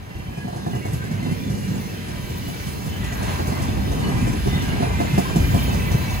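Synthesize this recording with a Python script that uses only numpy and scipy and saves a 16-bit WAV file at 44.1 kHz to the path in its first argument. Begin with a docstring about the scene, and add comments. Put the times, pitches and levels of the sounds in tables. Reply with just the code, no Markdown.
"""A freight train rolls past a phone held a few metres from the track.
It opens on a low noise rumble, with gliding wheel rings and modal knocks of wheel flats from the outset.
Faint squeaks (short tones) and clatter (noise blows) run throughout; clearer squeaks, and fizz (puffs of
noise), come from about 0.9 s. Gusts of steel roar rise near 1.1, 3.3 and 4.8 s as a rough bogie passes.
The roar grows as wagons come and go, with the strongest thuds and the brightest treble after 5 s."""
import sys
import numpy as np
from scipy import signal
from scipy.fft import rfft, irfft, next_fast_len
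from scipy.io import wavfile
from scipy.ndimage import uniform_filter1d

SR = 44100
rng = np.random.default_rng(int(sys.argv[2]) if len(sys.argv) > 2 else 0)


def magnitude_from_level(level_db):
    """Linear magnitude for a level in decibels (20 dB per decade)."""
    exponent = np.asarray(level_db, float) / 20
    return 10 ** exponent


def materialize(psi):
    """Save the field psi as 16-bit PCM at rate SR to the path in sys.argv[1].

    A 1-D psi becomes a single channel; in a 2-D psi each row is a channel.
    """
    bounded = np.clip(np.atleast_2d(psi).T, -1, 1)
    quanta = np.round(bounded * 32767).astype(np.int16)
    wavfile.write(sys.argv[1], SR, quanta)


N = 273420
TIME = np.arange(N) / SR
SIDES = np.array([[-1], [1]])  # left, right

# Rolling roar as wagons come and go. Each row: time in seconds, then levels in dB of the deep bass,
# rumble, rail roar, wheel roar and hiss, before any rush.
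ROLL = [(0.0, -34, -40.5, -45, -47.5, -55), (0.14, -51, -37.5, -46, -48.5, -53.5),
        (0.59, -42, -31.5, -44.5, -47.5, -49.5), (0.829, -42, -29.5, -49.5, -45, -49),
        (1.1, -39, -27.5, -44.5, -44.5, -50.5), (1.31, -39, -29.5, -45, -43.5, -47),
        (1.59, -37, -26.5, -45.5, -44.5, -45), (2.09, -36.5, -29.5, -44.5, -41, -46.5),
        (2.43, -36.5, -31.5, -43, -42, -44), (2.8, -33, -29.5, -43.5, -42, -44),
        (3.06, -29, -30.5, -40, -37.5, -45.5), (3.43, -30.5, -27.5, -35.5, -38.5, -41.5),
        (3.92, -25.5, -24.5, -38.5, -39.5, -43.5), (4.04, -29, -23, -35.5, -38.5, -42.5),
        (4.33, -24.5, -24, -38, -38, -40.5), (4.44, -25, -30.5, -40, -38, -41),
        (4.49, -28, -26.5, -38.5, -38, -42), (4.59, -28, -25.5, -37, -37, -42),
        (4.92, -23.5, -25, -36, -37, -43.5), (5.15, -28, -25.5, -39.5, -36.5, -40),
        (5.37, -24, -25, -39, -37.5, -40.5), (5.56, -23, -22, -39, -37.5, -40.5),
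        (5.9, -29, -23.5, -38, -37, -42), (6.2, -25, -29.5, -35.5, -37, -41.5)]
# Top treble of the roar. Each row: time in seconds, level in dB.
TOP_TREBLE = [(0, -63), (.5, -58.5), (1.9, -49), (2.1, -55), (2.45, -47), (3.0, -50), (4.9, -52),
              (5.3, -44), (5.55, -40), (5.8, -44), (6.2, -41)]
# The steel roar rushes up as a rough bogie passes closest. Each row: centre in seconds,
# half width in seconds (to 1/e), lift in dB (the rail roar takes half of it).
RUSHES = [(1.14, 0.2, 1.5), (3.32, 0.068, 3), (4.84, 0.026, 3.5), (5.6, 0.07, 2)]
# Borders in Hz between the seven roar layers, from deep bass to top treble.
LAYER_EDGES_HZ = [20, 95, 280, 600, 1250, 4000, 12400, 16200]
# Quick flicker of each layer: depth in dB, weighted down in roar().
FLICKER_DB = [1.8, 3.2, 3.2, 2.7, 1.7, 1.2, 4.0]
# Colour of the roar. Each row: frequency in Hz, relative level per Hz in dB.
COLOUR = [(25, -73), (45, -3.5), (110, -2), (200, -4), (320, -13), (410, -14), (500, -19.5), (1000, -21),
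          (1300, -25.5), (1600, -21), (2300, -24.5), (3100, -26), (4000, -30), (7000, -34.5), (11000, -37)]
# Where the loudest wagons are. Each row: time in seconds, left minus right in dB.
PAN = [(0.0, 1), (0.9, -2), (1.7, -1), (2.2, 0), (4.0, 0.5), (5.0, 0), (6.2, 1)]

# Wheel flats striking the rail. Each row: start in seconds, thud pitch in Hz, then base levels in dB
# of thud, clank and rattle, trimmed in knocks().
KNOCKS = [(0.151, 89, -30, -57, -53), (0.185, 140, -30, -55, -52), (0.281, 88, -31, -53, -57),
          (0.374, 143.6, -30, -44, -42.5), (0.443, 187.6, -27.5, -46, -52), (0.478, 110, -39, -38.5, -45),
          (0.526, 150, -38, -41, -55), (0.559, 104, -31, -40.5, -41.5), (0.663, 157, -26.5, -35, -42),
          (0.706, 188, -28.5, -58, -49), (0.733, 172, -34, -42, -55), (0.749, 128, -27, -39, -40),
          (0.851, 106.4, -29.5, -36.5, -37), (0.881, 107, -28, -47, -46), (0.931, 127, -23, -45, -35),
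          (1.039, 124, -33, -48, -39.5), (1.11, 165.5, -23.5, -45, -38), (1.227, 239.6, -32, -49, -39),
          (1.261, 249, -27, -45, -51), (1.31, 175, -22.5, -46, -40), (1.498, 115.6, -25.5, -44, -35.5),
          (1.678, 181, -28, -52, -41), (1.706, 148, -26, -61, -55), (2.082, 167, -31, -46, -36.5),
          (2.298, 130.4, -29, -49, -39), (2.479, 101, -28.5, -44.5, -35.5), (2.667, 134, -25, -62, -35),
          (2.864, 140.7, -26.5, -52, -36), (3.039, 93, -25.5, -52, -33), (3.121, 121, -34.5, -44, -34.5),
          (3.225, 134, -29.5, -41, -31.5), (3.399, 88, -22.5, -37, -51), (3.469, 113, -25.5, -46, -31.5),
          (3.520, 246, -29, -36.5, -50), (3.59, 249, -32, -48, -52), (3.617, 89.5, -28, -50, -31),
          (3.682, 270, -31, -45.5, -51), (3.769, 138.5, -24, -39, -44), (3.915, 207, -48.5, -39, -34),
          (3.989, 115, -25, -51, -38.5), (4.083, 196, -21, -41.5, -37), (4.168, 250, -28, -48, -50),
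          (4.212, 179, -23.5, -48, -50), (4.269, 94, -32, -39, -34), (4.336, 220, -29, -41, -50),
          (4.456, 300, -27, -46, -50), (4.469, 132, -19.5, -35.5, -37), (4.526, 262, -30, -40, -48),
          (4.550, 145, -22.5, -47, -49), (4.620, 280, -34, -55, -33), (4.732, 240, -31, -41.5, -49.5),
          (4.800, 264, -28.5, -36, -46), (4.824, 192, -26.5, -29.5, -43), (4.990, 232, -26, -50, -45),
          (5.001, 242.5, -24, -27.5, -33.5), (5.129, 136, -18, -55, -46), (5.168, 188.5, -22, -57, -47),
          (5.178, 190, -17.5, -26.5, -27), (5.357, 164.6, -16.5, -31, -27), (5.401, 76.6, -18, -57, -47),
          (5.444, 70, -17, -53, -50), (5.541, 98.5, -18, -33, -31), (5.545, 190, -23, -41, -50),
          (5.57, 200, -30, -47, -50), (5.642, 189, -28, -50, -49.5), (5.68, 91, -19, -44, -45),
          (5.730, 112, -24, -41, -30.5), (5.913, 96, -18.5, -42, -31), (5.941, 125, -18, -46, -53),
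          (6.102, 114, -25, -44, -36)]
# Thud modes. Each row: multiple of the listed thud pitch, t60 in seconds, relative level in dB.
THUD_MODES = [(0.989, 0.087, 2.5), (0.633, 0.36, -9), (1.355, 0.12, -5)]
# Rail modes. Each row: frequency in Hz, t60 in seconds, relative level in dB.
RAIL_MODES = [(327.7, 0.082, 1.5), (404, 0.097, -1), (510, 0.089, -7.5)]
# Clank modes. Each row: multiple of the clank pitch, t60 in seconds, relative level in dB.
CLANK_MODES = [(1, 0.14, 3), (1.08, .1, -2), (.9, .07, -4), (1.22, .06, -4), (1.42, .06, -6),
               (2.45, 0.075, -11)]

# The clearest wheel rings. Each row: start in seconds, length in seconds, first pitch in Hz,
# base level in dB, lifted in tones().
RINGS = [(0.5, 0.29, 1630, -50), (0.3, 0.22, 1670, -50), (0.3, 0.22, 2500, -53), (0.08, 0.49, 3140, -53),
         (0.5, 0.3, 1560, -51), (0.5, 0.25, 3790, -55), (0.08, 0.2, 2760, -55), (0.7, 0.3, 2790, -51.5),
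         (0.7, 0.27, 1990, -49), (1.2, 0.15, 3680, -52), (0.7, 0.12, 2950, -48), (0, 0.62, 2040, -50),
         (0.7, 0.53, 1614, -50), (1, 0.2, 2210, -50.5), (0.8, 0.08, 2200, -44), (0.9, 0.61, 1534, -53),
         (1.021, 0.42, 2080, -47.5), (1.01, 0.14, 1734, -46), (1.3, 0.2, 2400, -49), (1.15, 0.2, 2700, -49),
         (1.3, 0.074, 2170, -45.5), (1.32, 0.2, 3510, -49), (1.8, 0.09, 2140, -47),
         (1.5, 0.32, 2870, -49.5), (1, 0.05, 1550, -42), (2, 0.074, 2000, -49), (1.2, 0.045, 2090, -39),
         (1.87, 0.05, 2660, -45), (2.5, 0.21, 2300, -46), (2.5, 0.2, 2010, -49), (2.5, 0.2, 1500, -51),
         (2.413, 0.13, 2950, -46.5), (3, 0.19, 1980, -45), (3, 0.2, 1705, -47), (3.5, 0.17, 2050, -45),
         (2.882, 0.138, 3030, -46), (4, 0.48, 2386, -47), (4, 0.27, 2007, -42), (4.5, 0.13, 3630, -40.5),
         (4, 0.1, 4310, -46), (4, 0.12, 2960, -47), (4.5, 0.12, 3640, -41.5), (4.247, 0.13, 1019, -36.5),
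         (4.5, 0.4, 2200, -42), (4.5, 0.13, 2010, -38), (4.61, 0.17, 2860, -44), (4.751, 0.47, 2415, -43.5),
         (4.949, 0.3, 2610, -44.5), (4.917, 0.32, 2090, -40.5), (4.42, 0.25, 3000, -47),
         (5.34, 0.16, 3040, -45), (5.095, 0.35, 2740, -49), (5.22, 0.081, 1030, -36),
         (5.51, 0.094, 1040, -35), (5.252, 0.29, 2410, -42.5), (5.36, 0.2, 2060, -42),
         (5.452, 0.3, 3200, -44), (5.634, 0.25, 2630, -42), (5.62, 0.22, 2030, -41.5),
         (5.83, 0.1, 2020, -37), (5.95, 0.25, 2000, -44), (5.52, 0.16, 2360, -39), (5.42, 0.4, 2980, -45),
         (5.95, 0.22, 4000, -48), (5.735, 0.25, 2310, -40.5), (5.98, 0.22, 2280, -42),
         (5.88, 0.15, 2630, -42), (6.06, 0.14, 2630, -44)]
# Modes of a wheel disc. Each row: frequency in Hz, weight in dB over the roar's colour.
WHEEL_MODES = [(980, 29), (1600, 30), (2030, 30.5), (2340, 30.5), (2640, 28.5), (3050, 30.5), (3600, 33),
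               (4250, 33), (5000, 32.5)]
# The clearest squeaks. Each row: start in seconds, pitch in Hz, base level in dB, lifted in tones().
SQUEAKS = [(0.88, 8200, -44), (0.91, 11300, -47.5), (1.27, 9960, -49), (1.74, 5040, -55), (2.01, 9850, -53),
           (2.24, 12950, -47.5), (2.64, 4940, -57.5), (2.66, 10040, -50), (2.68, 8380, -45),
           (3.08, 6677, -50), (3.13, 11780, -46), (3.18, 8300, -53), (4.4, 10950, -51), (5.71, 7660, -58),
           (5.79, 8200, -47), (5.9, 6450, -52)]

# Swells of a rough bogie in the middle band. Each row: start in seconds, level in dB before the rise.
SWELLS = [(1.08, -47), (3.12, -43), (3.27, -39.5), (3.34, -41), (4.82, -43)]
# Short fizzing bursts at the very top. Each row: start in seconds, level in dB before the rise.
FIZZ = [(0.929, -38), (1.799, -37), (2.369, -33), (2.479, -36), (5.176, -33), (5.467, -38), (5.499, -35),
        (5.591, -36), (5.626, -27), (5.865, -33), (5.978, -33), (6.017, -37), (6.137, -32)]

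# The two microphone ports, lower range and treble. Each row: frequency in Hz, likeness from 0 to 1,
# lead of the right port in radians, left minus right in dB.
PORTS = [(40, 0.56, 0.1, 1.5), (110, 0.77, 0.44, -1), (212, 0.54, 0.45, -1), (395, 0.28, 1.73, -0.5),
         (600, 0.42, 2.11, -1.5), (830, 0.49, 2.53, -1.5), (1420, 0.2, 3.07, 0.5), (2280, 0.58, 5.8, -1),
         (3230, 0.14, 7.7, -1.5), (5740, 0.55, 15.8, -3), (6340, 0.56, 12.87, -2), (7890, 0.9, 14.72, -1.5)]
TREBLE_PORTS = [(8600, .86, 5 * np.pi, 0), (15900, .86, 8 * np.pi, 0)]

SLEEPER_SHARE, SLEEPER_DB = 0.95, -9  # sleepers follow the rumble by this share, the rail roar by the rest
CLANK_HZ, CLANK_SCATTER = 704.3, 0.022  # centre pitch, and its random spread as a share
STRIKE_S = 0.0015  # rise of the clank modes after a blow
RATTLE_S, CRUNCH_S, FIZZ_S, CLATTER_S = 0.038, 0.046, 0.02, 0.02  # decays to 1/e
RATTLE_TOP_HZ, FIZZ_FROM_HZ = 12000, 14500
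CLATTER_DB, CLATTER_SPREAD_DB = -0.5, 1.5  # offset from the rail roar, scale of the random extra
WAVER_HZ, RING_ROUGH = 105, 0.84  # pace of the waver, and its share of a ring's power
CHOP_DB, CHOP_PER_S = 2.0, 24  # rings break up as the contact comes and goes
SINK_PER_S = 0.0351  # share of its pitch that a ring loses each second as the wheel passes
RING_DB, RING_S = -21, (0.12, 0.36)  # offset and range of lengths of the faint rings
SQUEAK_S = 0.08
TOP_HZ = 15720  # top of the phone's range


def unit(x):
    """Scale to rms 1."""
    return x / np.sqrt(np.mean(x ** 2))


def ports(hz):
    """Likeness, phase lead and balance of the two ports."""
    at, *columns = np.transpose(PORTS + TREBLE_PORTS)
    return [np.interp(hz, at, c) for c in columns]


def colour_db(hz):
    """The roar's relative level per Hz, on a log frequency scale."""
    at, db = np.transpose(COLOUR)
    return np.interp(np.log(np.maximum(hz, 1)), np.log(at), db)


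def pair(hz, size):
    """Spectra of white noise at both ports: a shared part with a lag, and a part that each hears alone."""
    like, lead, pan_db = ports(hz)
    like = np.clip(like, 0, 1)
    shared, *alone = rfft(rng.standard_normal((3, size)))
    lagged = shared * np.exp(0.5j * lead * SIDES)
    both = np.sqrt(like) * lagged + np.sqrt(1 - like) * np.array(alone)
    return both * magnitude_from_level(-SIDES * pan_db / 2)


def spot(hz, chance):
    """Phase and gain at both ports for a tone from one spot along the train."""
    like, lead, pan_db = ports(hz)
    # the less alike the ports, the more the place scatters
    lead = lead + 1.93 * (1 - like) * chance[1]
    pan_db = pan_db + 6.1 * (1 - like) * chance[2]
    return np.pi * chance[0] + SIDES * lead / 2, magnitude_from_level(-SIDES * pan_db / 2)


def walk(rate):
    """Random levels, rate per second, joined smoothly with a spread of about 0.75."""
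    k = int(SR / rate)
    steps = np.repeat(rng.standard_normal(N // k + 1), k)
    return 1.015 * uniform_filter1d(uniform_filter1d(steps, k), k)[:N]


def add_mode(out, s, hz, t60, db, rise_s, spread):
    """One mode after a blow: it builds, then dies; spread scatters its phase and place."""
    i = int(s * SR)
    after = np.arange(min(int(t60 * SR), N - i)) / SR
    phase, gain = spot(hz, spread * rng.standard_normal(3))
    shape = (1 - np.exp(-after / rise_s)) * np.exp(-after * np.log(1000) / t60)
    wave = np.sin(2 * np.pi * hz * after + phase)
    out[:, i:i + len(after)] += magnitude_from_level(db) * gain * shape / shape.max() * wave


def bursts(s, db, lo_hz, hi_hz, rise_s, decay_s):
    """Noise between two soft edges, let out in puffs."""
    size = next_fast_len(N)
    hz = np.fft.rfftfreq(size, 1 / SR)
    band = magnitude_from_level(colour_db(hz)) / (1 + (lo_hz / (hz + 1)) ** 4) / (1 + (hz / hi_hz) ** 6)
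    after = np.arange(SR // 5) / SR
    puff = (1 - np.exp(-after / rise_s)) * np.exp(-after / decay_s)
    blows = np.zeros(N)
    blows[(s * SR).astype(int)] = magnitude_from_level(db)
    puffs = signal.fftconvolve(blows, puff)[:N]
    return puffs * unit(irfft(pair(hz, size) * band, size)[:, :N])


def tones(rows, rough):
    """Gliding tones that swell and fade; rough contact makes them waver in level and phase."""
    out = np.zeros((2, N))
    waver = (walk(WAVER_HZ) + 1j * walk(WAVER_HZ)) / np.sqrt(2)
    waver = waver * magnitude_from_level(CHOP_DB * (walk(CHOP_PER_S) - 0.5))
    chances = rng.standard_normal((len(rows), 4))
    for (s, length, first_hz, last_hz, db), chance in zip(rows, chances):
        i = int(s * SR)
        n = min(int(length * SR), N - i)
        phase, gain = spot(first_hz, chance)
        turn = 2 * np.pi * np.cumsum(np.linspace(first_hz, last_hz, n)) / SR
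        j = int(abs(chance[3]) * N) % (N - n)  # each tone takes its own stretch of the waver
        drive = (np.sqrt(1 - rough) + np.sqrt(rough) * waver[j:j + n]) * np.exp(1j * turn)
        swell = np.sin(np.pi * np.arange(n) / n) ** 0.48
        out[:, i:i + n] += magnitude_from_level(db + 5.5) * gain * swell * np.imag(drive * np.exp(1j * phase))
    return out


def roar(layers_db, pan_db):
    """Rough wheels on rough rail: each layer is noise in three bands that flicker together and alone."""
    size = next_fast_len(N)
    hz = np.fft.rfftfreq(size, 1 / SR)
    noise = pair(hz, size) * magnitude_from_level(colour_db(hz))
    out = 0
    for lo, hi, db, flicker_db in zip(LAYER_EDGES_HZ, LAYER_EDGES_HZ[1:], layers_db, FLICKER_DB):
        edges = np.geomspace(lo, hi, 4)
        together = walk(11)
        layer = 0
        for a, b in zip(edges, edges[1:]):
            above = np.clip(np.log(hz / a + 1e-9) / 0.08 + 0.5, 0, 1)
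            below = np.clip(np.log(b / (hz + 1e-9)) / 0.08 + 0.5, 0, 1)
            band = irfft(noise * np.sqrt(above * below), size)[:, :N]
            layer = layer + magnitude_from_level(flicker_db * (0.47 * together + 0.44 * walk(9))) * band
        # the lower layers come from the nearest wagons and move with them
        side_db = SIDES * pan_db / 2 * (hi < 2000)
        out = out + magnitude_from_level(db - side_db) * unit(layer)
    return out


def knocks():
    """Each blow rings thud, rail and clank modes; loose steel rattles and ballast crunches as noise."""
    s, _, thud_db, clank_db, rattle_db = np.transpose(KNOCKS)
    out = bursts(s, rattle_db - 5.0, 5000, RATTLE_TOP_HZ, 0.0017, RATTLE_S)
    # ballast and sleepers crunch under the blow
    crunch_db = clank_db + 0.25 * (thud_db - clank_db) - 1.5
    out += bursts(s, crunch_db, 283, 1300, 0.00075, CRUNCH_S)
    for s, thud_hz, thud_db, clank_db, _ in KNOCKS:
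        clank_hz = CLANK_HZ * (1 + CLANK_SCATTER * rng.standard_normal())
        for k, t60, db in THUD_MODES:
            add_mode(out, s, k * thud_hz, t60, thud_db + db + 3.5, t60 * 0.068, spread=0.83)
        for hz, t60, db in RAIL_MODES:
            add_mode(out, s, hz, t60, (thud_db + clank_db) / 2 + db - 0.5, 0.004, spread=0.51)
        for k, t60, db in CLANK_MODES:
            add_mode(out, s, k * clank_hz, t60, clank_db + db + 6.5, STRIKE_S, spread=0.25)
    return out


def clear_tones():
    """The nearest wheels' rings, sinking as they pass, and the clearest squeaks at steady pitch."""
    s, length, hz, db = np.transpose(RINGS)
    rings = tones(np.transpose([s, length, hz, hz * (1 - SINK_PER_S * length), db]), RING_ROUGH)
    return rings + tones([(s, SQUEAK_S, hz, hz, db) for s, hz, db in SQUEAKS], rough=0.78)


def swells():
    """Broad gusts of steel roar, each a slow-rising puff of noise."""
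    s, db = np.transpose(SWELLS)
    return bursts(s, db, 1150, 2800, 0.03, 0.07)


def wheel_rings(wheel_db, count=640):
    """Fainter sinking rings near the same disc modes, from all the other wheels."""
    when, pick, shift, long, size = rng.random((count, 5)).T
    hz, db = np.array(WHEEL_MODES)[(pick * len(WHEEL_MODES)).astype(int)].T
    hz = hz * (1 + 0.07 * (shift - 0.5))
    s = when * (TIME[-1] - 0.05)
    length = np.interp(long, (0, 1), RING_S)
    db = db + colour_db(hz) + np.interp(s, TIME, wheel_db) + RING_DB + 4 * (size - 0.5)
    return tones(np.transpose([s, length, hz, hz * (1 - SINK_PER_S * length), db]), RING_ROUGH)


def squeaks(hiss_db, count=420):
    """Faint short squeaks of steel on steel across the treble, following the hiss."""
    when, pick, long, size = rng.random((count, 4)).T
    hz = 5600 + 7000 * pick
    s = when * (TIME[-1] - 0.05)
    length = 0.059 + 0.024 * long
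    db = colour_db(hz) + np.interp(s, TIME, hiss_db) + 22.5 + 5 * (size - 0.5)
    return tones(np.transpose([s, length, hz, hz * (1 - 0.002), db]), rough=0.76)


def clatter(rail_db, count=200):
    """Loose couplings and brake gear: small noise blows at random times and levels."""
    when, size = rng.random((count, 2)).T
    s = when * (TIME[-1] - 0.05)
    extra_db = -CLATTER_SPREAD_DB * np.log(1 - 0.9 * size)
    db = np.interp(s, TIME, rail_db) + CLATTER_DB + extra_db
    return bursts(s, db, 347, 1400, 0.0028, CLATTER_S)


def fizz():
    """Thin fizzing bursts of noise at the very top."""
    s, db = np.transpose(FIZZ)
    return bursts(s, db, FIZZ_FROM_HZ, 28000, 0.003, FIZZ_S)


def scene():
    """Roar, knocks, rings, squeaks, swells, clatter and fizz together at the two ports."""
    s, *columns = np.transpose(ROLL)
    deep_db, rumble_db, rail_db, wheel_db, hiss_db = [np.interp(TIME, s, c) for c in columns]
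    sleeper_db = SLEEPER_SHARE * rumble_db + (1 - SLEEPER_SHARE) * rail_db + SLEEPER_DB
    rush_db = sum(db * np.exp(-((TIME - s) / width) ** 2) for s, width, db in RUSHES)
    rail_db = rail_db + 0.5 * rush_db
    wheel_db = wheel_db + rush_db
    hiss_db = hiss_db + rush_db
    top_db = np.interp(TIME, *np.transpose(TOP_TREBLE))
    layers_db = [deep_db, rumble_db, sleeper_db, rail_db, wheel_db, hiss_db, top_db]
    pan_db = np.interp(TIME, *np.transpose(PAN))
    rings = clear_tones() + wheel_rings(wheel_db) + squeaks(hiss_db)
    return roar(layers_db, pan_db) + knocks() + rings + swells() + clatter(rail_db) + fizz()


def top_cut(x):
    """Nothing passes above the cut-off."""
    return signal.sosfilt(signal.butter(12, 17110, fs=SR, output="sos"), x)


def record(dry):
    """The phone cuts the top steeply."""
    low_pass = signal.ellip(10, 0.2, 70, TOP_HZ, fs=SR, output="sos")
    mix = signal.sosfilt(low_pass, dry)
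    return top_cut(mix)


dry = scene()
out = record(dry)
materialize(out)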